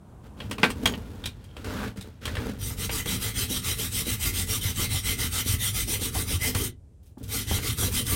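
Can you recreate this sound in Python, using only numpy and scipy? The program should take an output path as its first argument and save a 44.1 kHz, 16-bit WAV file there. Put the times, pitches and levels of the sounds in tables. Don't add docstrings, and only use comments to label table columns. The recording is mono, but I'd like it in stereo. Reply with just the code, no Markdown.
import sys
import numpy as np
from scipy import signal
from scipy.fft import rfft, irfft, next_fast_len
from scipy.io import wavfile
from scipy.ndimage import uniform_filter1d, map_coordinates

SR = 44100
rng = np.random.default_rng(int(sys.argv[2]) if len(sys.argv) > 2 else 0)


def wav_record(signal):
    frames = np.transpose(np.atleast_2d(signal))
    bounded = np.clip(frames, -1, 1)
    quanta = np.round(bounded * 32767).astype(np.int16)
    wavfile.write(sys.argv[1], SR, quanta)


N = 359415
TIME, BINS = np.arange(N) / SR, np.fft.rfftfreq(N, 1 / SR)

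# (frequency [Hz], level [dB])
ROOM_TONE = [(15, -41.5), (28, -20.5), (55, -2), (92, -4), (256, -21.5), (463, -27.5), (750, -34.5),
             (1130, -44), (4490, -52), (8590, -46.5), (16000, -64)]
# (frequency [Hz], level [dB])
SLEEVE = [(20, -15), (70, 7.5), (200, 1), (500, -11), (950, -10.5), (2000, -27), (3300, -30.5),
          (5000, -36.5), (9000, -32), (16000, -42)]
# (time [s], level [dB])
REACHING = [(0, -2), (.35, 2), (1.15, 2), (1.35, -9), (1.95, -4.5), (2.15, -13), (2.5, 0), (2.8, -47)]
# (frequency [Hz], time to fall 60 dB [s])
ROOM = [(100, 0.46), (500, 0.15), (1500, 0.14), (4000, 0.13), (9000, 0.077), (16000, 0.063)]
# (frequency [Hz], likeness [-1 to 1])
ALIKE = [(100, 1), (400, 0.88), (800, 0.41), (1400, 0.33), (1900, -0.16), (4000, 0.25), (5000, 0.16),
         (7000, 0.0093), (16000, -0.092)]
# (frequency [Hz], left minus right [dB])
LEAN = [(300, 2.1), (700, -.4), (1200, .2), (2500, -1), (9000, -.9), (13000, .7)]
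# (frequency [Hz], level [dB])
BENCH = [(15, -32), (30, -14), (45, -.8), (62, -2.5), (80, 1.3), (115, 0), (150, -10), (230, -20),
         (400, -32), (900, -60)]
# (time [s], level [dB], pitch [Hz])
THUMPS = [(1.75, -25, 197), (1.974, -29.5, 192), (2.341, -26, 94), (2.378, -22, 84), (4.651, -16, 94),
          (4.944, -18.5, 94), (5.093, -16.5, 92), (5.538, -16, 86), (6.158, -19.5, 85), (6.338, -16.5, 89),
          (6.553, -16, 95.4), (7.512, -18, 76), (7.829, -17, 89), (8.128, -19, 86.1)]
# (start [s], length [s], rubber drag [dB], grit [dB], bench shake [dB])
DRAG = [(0.224, 0.045, -51, -56, -51), (.365, 0.064, -48, -51, -47), (0.421, 0.053, -44, -53.5, -35.5),
        (0.49, 0.052, -36, -50, -46), (0.578, .13, -34.5, -43, -39), (0.747, 0.14, -38.5, -51, -37.5),
        (0.814, 0.15, -34.5, -51, -44), (.97, 0.25, -44, -54, -44.5), (1.223, 0.046, -41, -53, -36),
        (1.303, 0.31, -58.5, -60, -48), (1.562, 0.065, -46, -52, -40), (1.641, 0.24, -35, -39.5, -37),
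        (1.957, 0.027, -42, -44, -35.5), (2.032, 0.046, -46, -54.5, -47), (2.084, 0.11, -63, -63, -59),
        (2.209, 0.057, -42, -41.5, -37.5), (2.267, 0.079, -39, -43, -31.5), (2.369, .14, -32.5, -41, -35),
        (2.53, 0.33, -44.5, -54.5, -39), (7.193, 0.11, -51.5, -58.5, -37)]
# (frequency [Hz], level [dB])
RUBBER = [(70, -22.5), (140, -23), (200, 3.5), (280, 0.5), (360, -10.5), (440, 1.5), (560, -18.5),
          (900, -15), (2000, -32)]
# (frequency [Hz], level [dB])
GRIT = [(250, -7.5), (600, 5.5), (900, -29.5), (1350, 3.5), (2200, -2), (3300, -3), (4600, -8),
        (8500, -14.5), (16000, -20)]
# (start [s], length [s], level at the end [dB])
GRINDING = [(1.64, .21, -34), (2.37, .06, -41)]
# (frequency [Hz], level [dB])
GRIND = [(400, -19), (750, -4.5), (1100, -3), (1550, -2.5), (2000, -12), (2400, -10), (2900, -24),
         (5000, -28)]
# (time [s], level [dB], treble tick [dB], frequency the struck spot favours [Hz])
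KNOCKS_AND_SNAGS = [(.402, -36, -55, 2810), (0.511, -31, -37.8, 2830), (0.582, -36, -50, 2550),
                    (0.6307, -14, -38, 2480), (.639, -25.5, -35, 1490), (.702, -32.5, -37.5, 2840),
                    (0.8561, -15.5, -24, 3180), (.937, -36, -68, 2860), (1.239, -36.5, -49, 3400),
                    (1.257, -29, -33.5, 3760), (1.441, -55, -56.5, 3200), (1.566, -40.5, -54, 2780),
                    (1.644, -42, -45.5, 2640), (1.971, -53, -50, 2200), (2.01, -40.5, -43.5, 3760),
                    (2.254, -29, -35.5, 3380), (2.277, -36, -47, 1830), (2.352, -35, -44.5, 3100),
                    (2.368, -36, -51, 1830), (2.893, -32.5, -49, 2700), (3.058, -33.5, -38, 3070),
                    (6.548, -28.5, -30, 2864), (7.585, -37, -52, 2740), (7.784, -40, -33, 3400),
                    (8.066, -46, -33.5, 3400)]
# (frequency [Hz], level [dB], time to fall 60 dB [s])
IRON = [(250, -10, .2), (484, -5, .12), (1080, -4, .1), (1560, -5, .1), (1863, -7, .09), (2285, -3, .1),
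        (2420, -5, .1), (2786, -2, .1), (3130, -1, .08), (3260, 1, .08), (3680, -5, .08), (4200, -13, .08),
        (5450, -12, .08), (6680, -17, .2), (8450, -9, .07)]
# (frequency [Hz], level [dB])
CRACK = [(80, 2), (250, -1.5), (700, -1.5), (1500, -2.5), (3100, 0), (4200, -3.5), (5200, -9.5),
         (7000, -12.5), (8600, -7.5), (11000, -14.5), (16000, -17.5)]
# (time
# [s], thud [dB], clack [dB])
BUMPS = [(2.701, -46, -45.5), (3.059, -36, -48), (3.503, -31, -57), (4.068, -31, -54), (4.792, -35.5, -58),
         (5.461, -34, -61), (5.881, -35, -52), (6.014, -37, -50), (6.151, -34.5, -33.5), (6.31, -35, -49.5),
         (6.546, -42, -44), (7.172, -42.5, -53.5), (7.208, -40, -65.5), (7.25, -50, -70.5),
         (7.511, -30, -33.5), (7.828, -36, -36.5)]
# (frequency [Hz], level [dB])
THUD = [(100, -18), (220, 10.5), (330, 5.5), (440, 1), (600, -9), (1200, -65.5), (3000, -49.5)]
# (frequency [Hz], level [dB])
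CLACK = [(300, -36.5), (600, -3), (760, 8), (1020, 0), (1400, -1), (2200, -21), (5000, -65.5)]
# (time [s], level [dB])
GRAZES = [(7.028, -61), (7.059, -59.5), (7.18, -55.5), (7.229, -42), (7.276, -46)]
# (time [s], level [dB], rasp [dB], bench shake [dB], brightness [dB])
STROKES = [
    [(2.586, -39, -4, -38, 6), (2.768, -32.5, -15, -35.5, -4), (2.888, -30.5, 5, -30.5, 1),
     (3.047, -29, -0.5, -34.5, -3), (3.903, -28, -3, -35.5, 1), (4.462, -27.5, -3.5, -33, 1),
     (5.303, -27.5, -1.5, -35.5, -1.5), (5.582, -26.5, -8.5, -32.5, 2.2), (5.86, -27, -3.5, -33.5, 1),
     (6.115, -30, 0.5, -37, 1.5), (6.53, -27, 0, -33.5, 0.3), (6.705, -32.5, 1.5, -40, 4)],
    [(7.288, -27, -5, -45, 1), (7.456, -30, 1, -33.5, -1.5), (7.76, -27.5, -0.5, -32, 0),
     (8.047, -26.5, 1, -32, 2.5), (8.17, -28, 5, -36, 3)],
]
# (frequency [Hz], level [dB])
SCRATCH = [(300, -22), (900, -15), (1700, -8), (2500, -3), (3700, 0), (4450, -5), (4950, -2.5), (6200, -2),
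           (7000, -3.5), (8500, 0), (10500, -1), (13000, -1.6), (16000, -3)]
# (frequency [Hz], width [Hz], level [dB])
STEEL = [(1340, 130, -6.5), (2048, 93, 1.5), (3091, 95, -3), (3190, 150, -8), (3850, 73, -5),
         (5730, 110, -4.5), (8400, 92, -7.5), (8600, 160, -7.5), (8920, 170, -3)]
# (frequency [Hz], level [dB])
RASP = [(100, -1), (160, -2.5), (250, 0.5), (340, -1), (440, 2), (530, -13.5), (750, -11.5), (1050, -13),
        (1450, -12), (2500, -14), (5000, -43.5)]


def amp(db):
    return 10 ** (np.asarray(db) / 20)


def unit(x):
    return x / np.sqrt(np.mean(x ** 2) + 1e-20)


def read(points, hz):
    f, value = np.transpose(points)
    return np.interp(np.log(hz + 1), np.log(f + 1), value)


def add(mix, s, sound):
    part = mix[:, max(round(s * SR), 0):][:, :sound.shape[-1]]
    part += sound[..., :part.shape[1]]


def colour(pair, spectrum):
    size = next_fast_len(pair.shape[1], True)
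    hz = np.fft.rfftfreq(size, 1 / SR)
    a, b = rfft(pair, size) * amp(read(spectrum, hz))
    same = np.clip(read(ALIKE, hz), -1, 1)
    mid, side = a * np.sqrt(1 + same), b * np.sqrt(1 - same)
    left_right = irfft(np.array([mid + side, mid - side]), size)
    return unit(left_right[:, :pair.shape[1]])


def noise(spectrum):
    return colour(rng.standard_normal((2, N)), spectrum)


def wobble(hz):
    knots = rng.standard_normal(SR // 8)
    return unit(np.interp(TIME * hz, np.arange(len(knots)), knots))


def snaps(per_s, spread_db):
    size = amp(spread_db * np.minimum(rng.exponential(1, (2, N)), 5))
    sign = rng.choice([-1, 1], (2, N))
    struck = rng.random((2, N)) < per_s / SR
    return unit(size * sign * struck)


def resonate(x, hz, width):
    turn = np.exp(2j * np.pi * np.cumsum(hz) / SR)
    r = np.exp(-np.pi * width / SR)
    smooth = signal.lfilter([1 - r], [1, -r], x * turn.conj() + 1e-18)
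    return 2 * (turn * smooth).real


def patchy(x, depth_db, width_hz, length_s):
    hz, t, z = signal.stft(x, SR, nperseg=512, noverlap=384)
    cells = rng.standard_normal((400, 600))
    places = np.meshgrid(hz / width_hz, t / length_s, indexing="ij")
    field = map_coordinates(cells, places, order=1, mode="mirror")
    gain = unit(amp(depth_db * unit(field)))
    return signal.istft(z * gain, SR, nperseg=512, noverlap=384)[1][:, :N]


def shove(start, length, rise_s, release_s):
    t = np.maximum(TIME - start, 0)
    return (1 - np.exp(-t / rise_s)) * np.exp(-np.clip((t - length) / release_s, 0, 20))


def background(tone_db=-51, sleeve_db=-45.5):
    folds_db = 2 * wobble(hz=9)
    moving = amp(np.interp(TIME, *np.transpose(REACHING)) + folds_db)
    return amp(tone_db) * noise(ROOM_TONE) + amp(sleeve_db) * moving * noise(SLEEVE)


def room(x, gap_s=0.0026):
    burst = colour(rng.standard_normal((2, SR // 2)), [(20, 0), (20000, 0)])
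    hz, t, z = signal.stft(burst, SR, nperseg=256)
    tail = signal.istft(z * amp(-60 * t / read(ROOM, hz)[:, None]), SR, nperseg=256)[1]
    tail = tail * (np.arange(tail.shape[1]) / SR > gap_s)
    tail = tail / np.linalg.norm(tail, axis=1, keepdims=True)
    return signal.fftconvolve(x, tail, axes=1)[:, :N]


def thumps(level_db=-1, t60=0.16, rise_s=0.0017):
    out, t = np.zeros((2, N)), np.arange(SR // 3) / SR
    for s, db, hz in THUMPS:
        fade = amp(db + level_db - 60 * t / t60) * (1 - np.exp(-t / rise_s))
        add(out, s, fade * np.sin(2 * np.pi * hz * t))
    return out


def drag(rubber_db=-2, grit_db=0, bench_db=-0.5):
    rub, grit, shake = np.zeros((3, N))
    for s, length, rub_db, speck_db, shake_db in DRAG:
        speed = shove(s, length, rise_s=.014, release_s=0.024)
        rub += amp(rub_db) * speed
        grit += amp(speck_db) * speed
        shake += amp(shake_db) * shove(s, length, rise_s=0.031, release_s=.045)
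    slips = amp(rubber_db) * rub * colour(snaps(per_s=760, spread_db=3.5), RUBBER)
    specks = amp(grit_db) * grit * colour(snaps(per_s=6000, spread_db=2.5), GRIT)
    return slips + specks + amp(bench_db) * shake * noise(BENCH)


def grinding(level_db=-2, swell_db_per_s=55):
    weight = np.zeros(N)
    for s, length, db in GRINDING:
        swell_db = swell_db_per_s * np.minimum(TIME - s - length, 0)
        weight += amp(db + swell_db) * shove(s, length, rise_s=.008, release_s=0.02)
    grains = snaps(per_s=1500, spread_db=1.5)
    return amp(level_db) * weight * colour(grains, GRIND)


def hook_slide(start_s=1.4, length_s=.2, hz=3200, width_hz=110, db=-62):
    singing = unit(resonate(snaps(per_s=900, spread_db=8), np.full(N, hz), width_hz))
    return amp(db) * shove(start_s, length_s, rise_s=.04, release_s=.03) * singing


def knocks_and_snags(modes_db=-6, crack_t60=0.14, snap_db=6, snap_s=0.0045, rise_s=0.00059, spot_db=5.5,
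                     favour=2.5, favour_width=380, small_hz=2800, thinning=11, rebound_db=-11):
    out, t = np.zeros((2, N)), np.arange(SR // 3) / SR
    edges_hz = [(120, 2000), (2000, 5000), (5000, 17000)]
    bands = [signal.butter(3, edges, "band", fs=SR, output="sos") for edges in edges_hz]
    for s, ring_db, tick_db, spot_hz in KNOCKS_AND_SNAGS:
        body_db = ring_db - 10 * np.log10(1 + (spot_hz / small_hz) ** thinning)
        since = t - 0.019 * rng.uniform(0.63, 0.98)
        rebound = amp(rebound_db) * (since > 0) * np.exp(-abs(since) / snap_s)
        contacts = np.exp(-t / snap_s) + rebound
        crack = colour(rng.standard_normal((2, len(t))), CRACK)
        crack = crack * (amp(-60 * t / crack_t60) + amp(snap_db) * contacts)
        ring = np.zeros((2, len(t)))
        for hz, db, t60 in IRON:
            phase = rng.normal(0, min(hz / 1500, 3), (2, 1))
            ring += amp(db + spot_db * rng.normal() - 60 * t / t60) * np.sin(2 * np.pi * hz * t + phase)
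        blow = (unit(crack) + amp(modes_db) * unit(ring)) * (1 - np.exp(-t / rise_s))
        blow = blow + favour * resonate(blow, np.full(len(t), spot_hz), favour_width)
        for band, db in zip(bands, [body_db, ring_db, tick_db]):
            part = signal.sosfilt(band, blow)
            add(out, s, amp(db) * part / np.std(part[:, :SR // 40]))
    return out


def bumps(thud_db=-2, clack_db=-2, t60=0.092, rise_s=0.00094):
    out, t = np.zeros((2, N)), np.arange(SR // 5) / SR
    fade = amp(-60 * t / t60) * (1 - np.exp(-t / rise_s))
    for s, low_db, high_db in BUMPS:
        for spectrum, db in [(THUD, low_db + thud_db), (CLACK, high_db + clack_db)]:
            part = fade * colour(rng.standard_normal((2, len(t))), spectrum)
            add(out, s, amp(db) * part / np.std(part[:, :SR // 40]))
    return out


def graze(rise_s=0.0018, fade_s=0.032):
    touch = sum(amp(db) * shove(s, 0, rise_s, fade_s) for s, db in GRAZES)
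    return touch * colour(snaps(per_s=2600, spread_db=2.0), SCRATCH)


def arm(stroke_s=.14, sharpness=1.076, rest=0.21, lean=0.17, pull_db=0.62,
        flip_at=0.084, flip_width=0.039, flip=0.3):
    controls = np.zeros((5, N))
    for bout in STROKES:
        marks, *effort = np.transpose(bout)
        strokes_between = np.maximum(np.round(np.diff(marks) / stroke_s), 1)
        count = np.cumsum(np.r_[0, strokes_between])
        inside = (TIME >= marks[0]) & (TIME < marks[-1])
        stroke, u = np.divmod(np.interp(TIME[inside], marks, count), 1)
        db, rasp_db, bench_db, bright_db = (np.interp(stroke + .5, count, column) for column in effort)
        way = (-1) ** stroke
        speed = np.sin(np.pi * u)
        grip = rest + np.tanh(1.9 * speed ** (2 * sharpness))
        bearing = np.exp(-2 * lean * way * (u - .5)) * amp(-pull_db * way)
        force = unit(grip * bearing)
        flop = flip * np.exp(-((u - flip_at) / flip_width) ** 2)
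        controls[:, inside] = [amp(db) * force, amp(db + rasp_db) * (force + flop),
                               amp(bench_db) * (0.5 + .75 * speed), bright_db, way * np.cos(np.pi * u)]
    return uniform_filter1d(controls, 300, axis=1)


def brush(scratch_db=-2.0, steel_db=-10, rasp_db=-11, bench_db=-2.0, flutter_db=1.05,
          bend=0.011, sweep=0.022, wander_db=3):
    force, rasp, shake, bright_db, reach = arm()
    flutter = amp(flutter_db * wobble(hz=212.6))
    tips = colour(snaps(per_s=30000, spread_db=-1.8), SCRATCH) * force * flutter
    steel = np.zeros((2, N))
    for hz, width, db in STEEL:
        bent_hz = hz * (1 + bend * reach + 0.007 * wobble(hz=11))
        swell = amp(db + wander_db * wobble(hz=8.4))
        steel += swell * unit(resonate(tips, bent_hz, width))
    sound = amp(scratch_db) * tips + amp(steel_db) * np.std(tips) * unit(steel)
    treble = irfft(rfft(sound) / (1 + (5500 / (BINS + 1)) ** 4), N)
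    sound = (sound - treble) * amp(-bright_db / 2) + treble * amp(bright_db / 2)
    bounce_s = 0.00116 + 0.000057 * reach
    bounce = np.array([np.interp(TIME - bounce_s, TIME, side) for side in sound])
    sound = patchy(sound + sweep * bounce, depth_db=2.5, width_hz=327, length_s=.035)
    rim = amp(rasp_db) * rasp * patchy(noise(RASP), depth_db=4.0, width_hz=160.4, length_s=.03)
    return sound + rim + amp(bench_db) * shake * noise(BENCH)


def scene():
    handling = drag() + grinding() + hook_slide() + knocks_and_snags() + bumps()
    scrub = graze() + brush()
    walls = room(amp(-7) * scrub + amp(-15.5) * handling)
    return background() + walls + thumps() + handling + scrub


def record(dry, edge_hz=15980):
    lean_db = read(LEAN, BINS)
    heard = irfft(rfft(dry) * amp(np.array([lean_db, -lean_db]) / 2), N)
    low_pass = signal.firwin(511, edge_hz, window=("kaiser", 9), fs=SR)
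    return signal.oaconvolve(heard, low_pass[None], "same")


dry = scene()
out = record(dry)
wav_record(out)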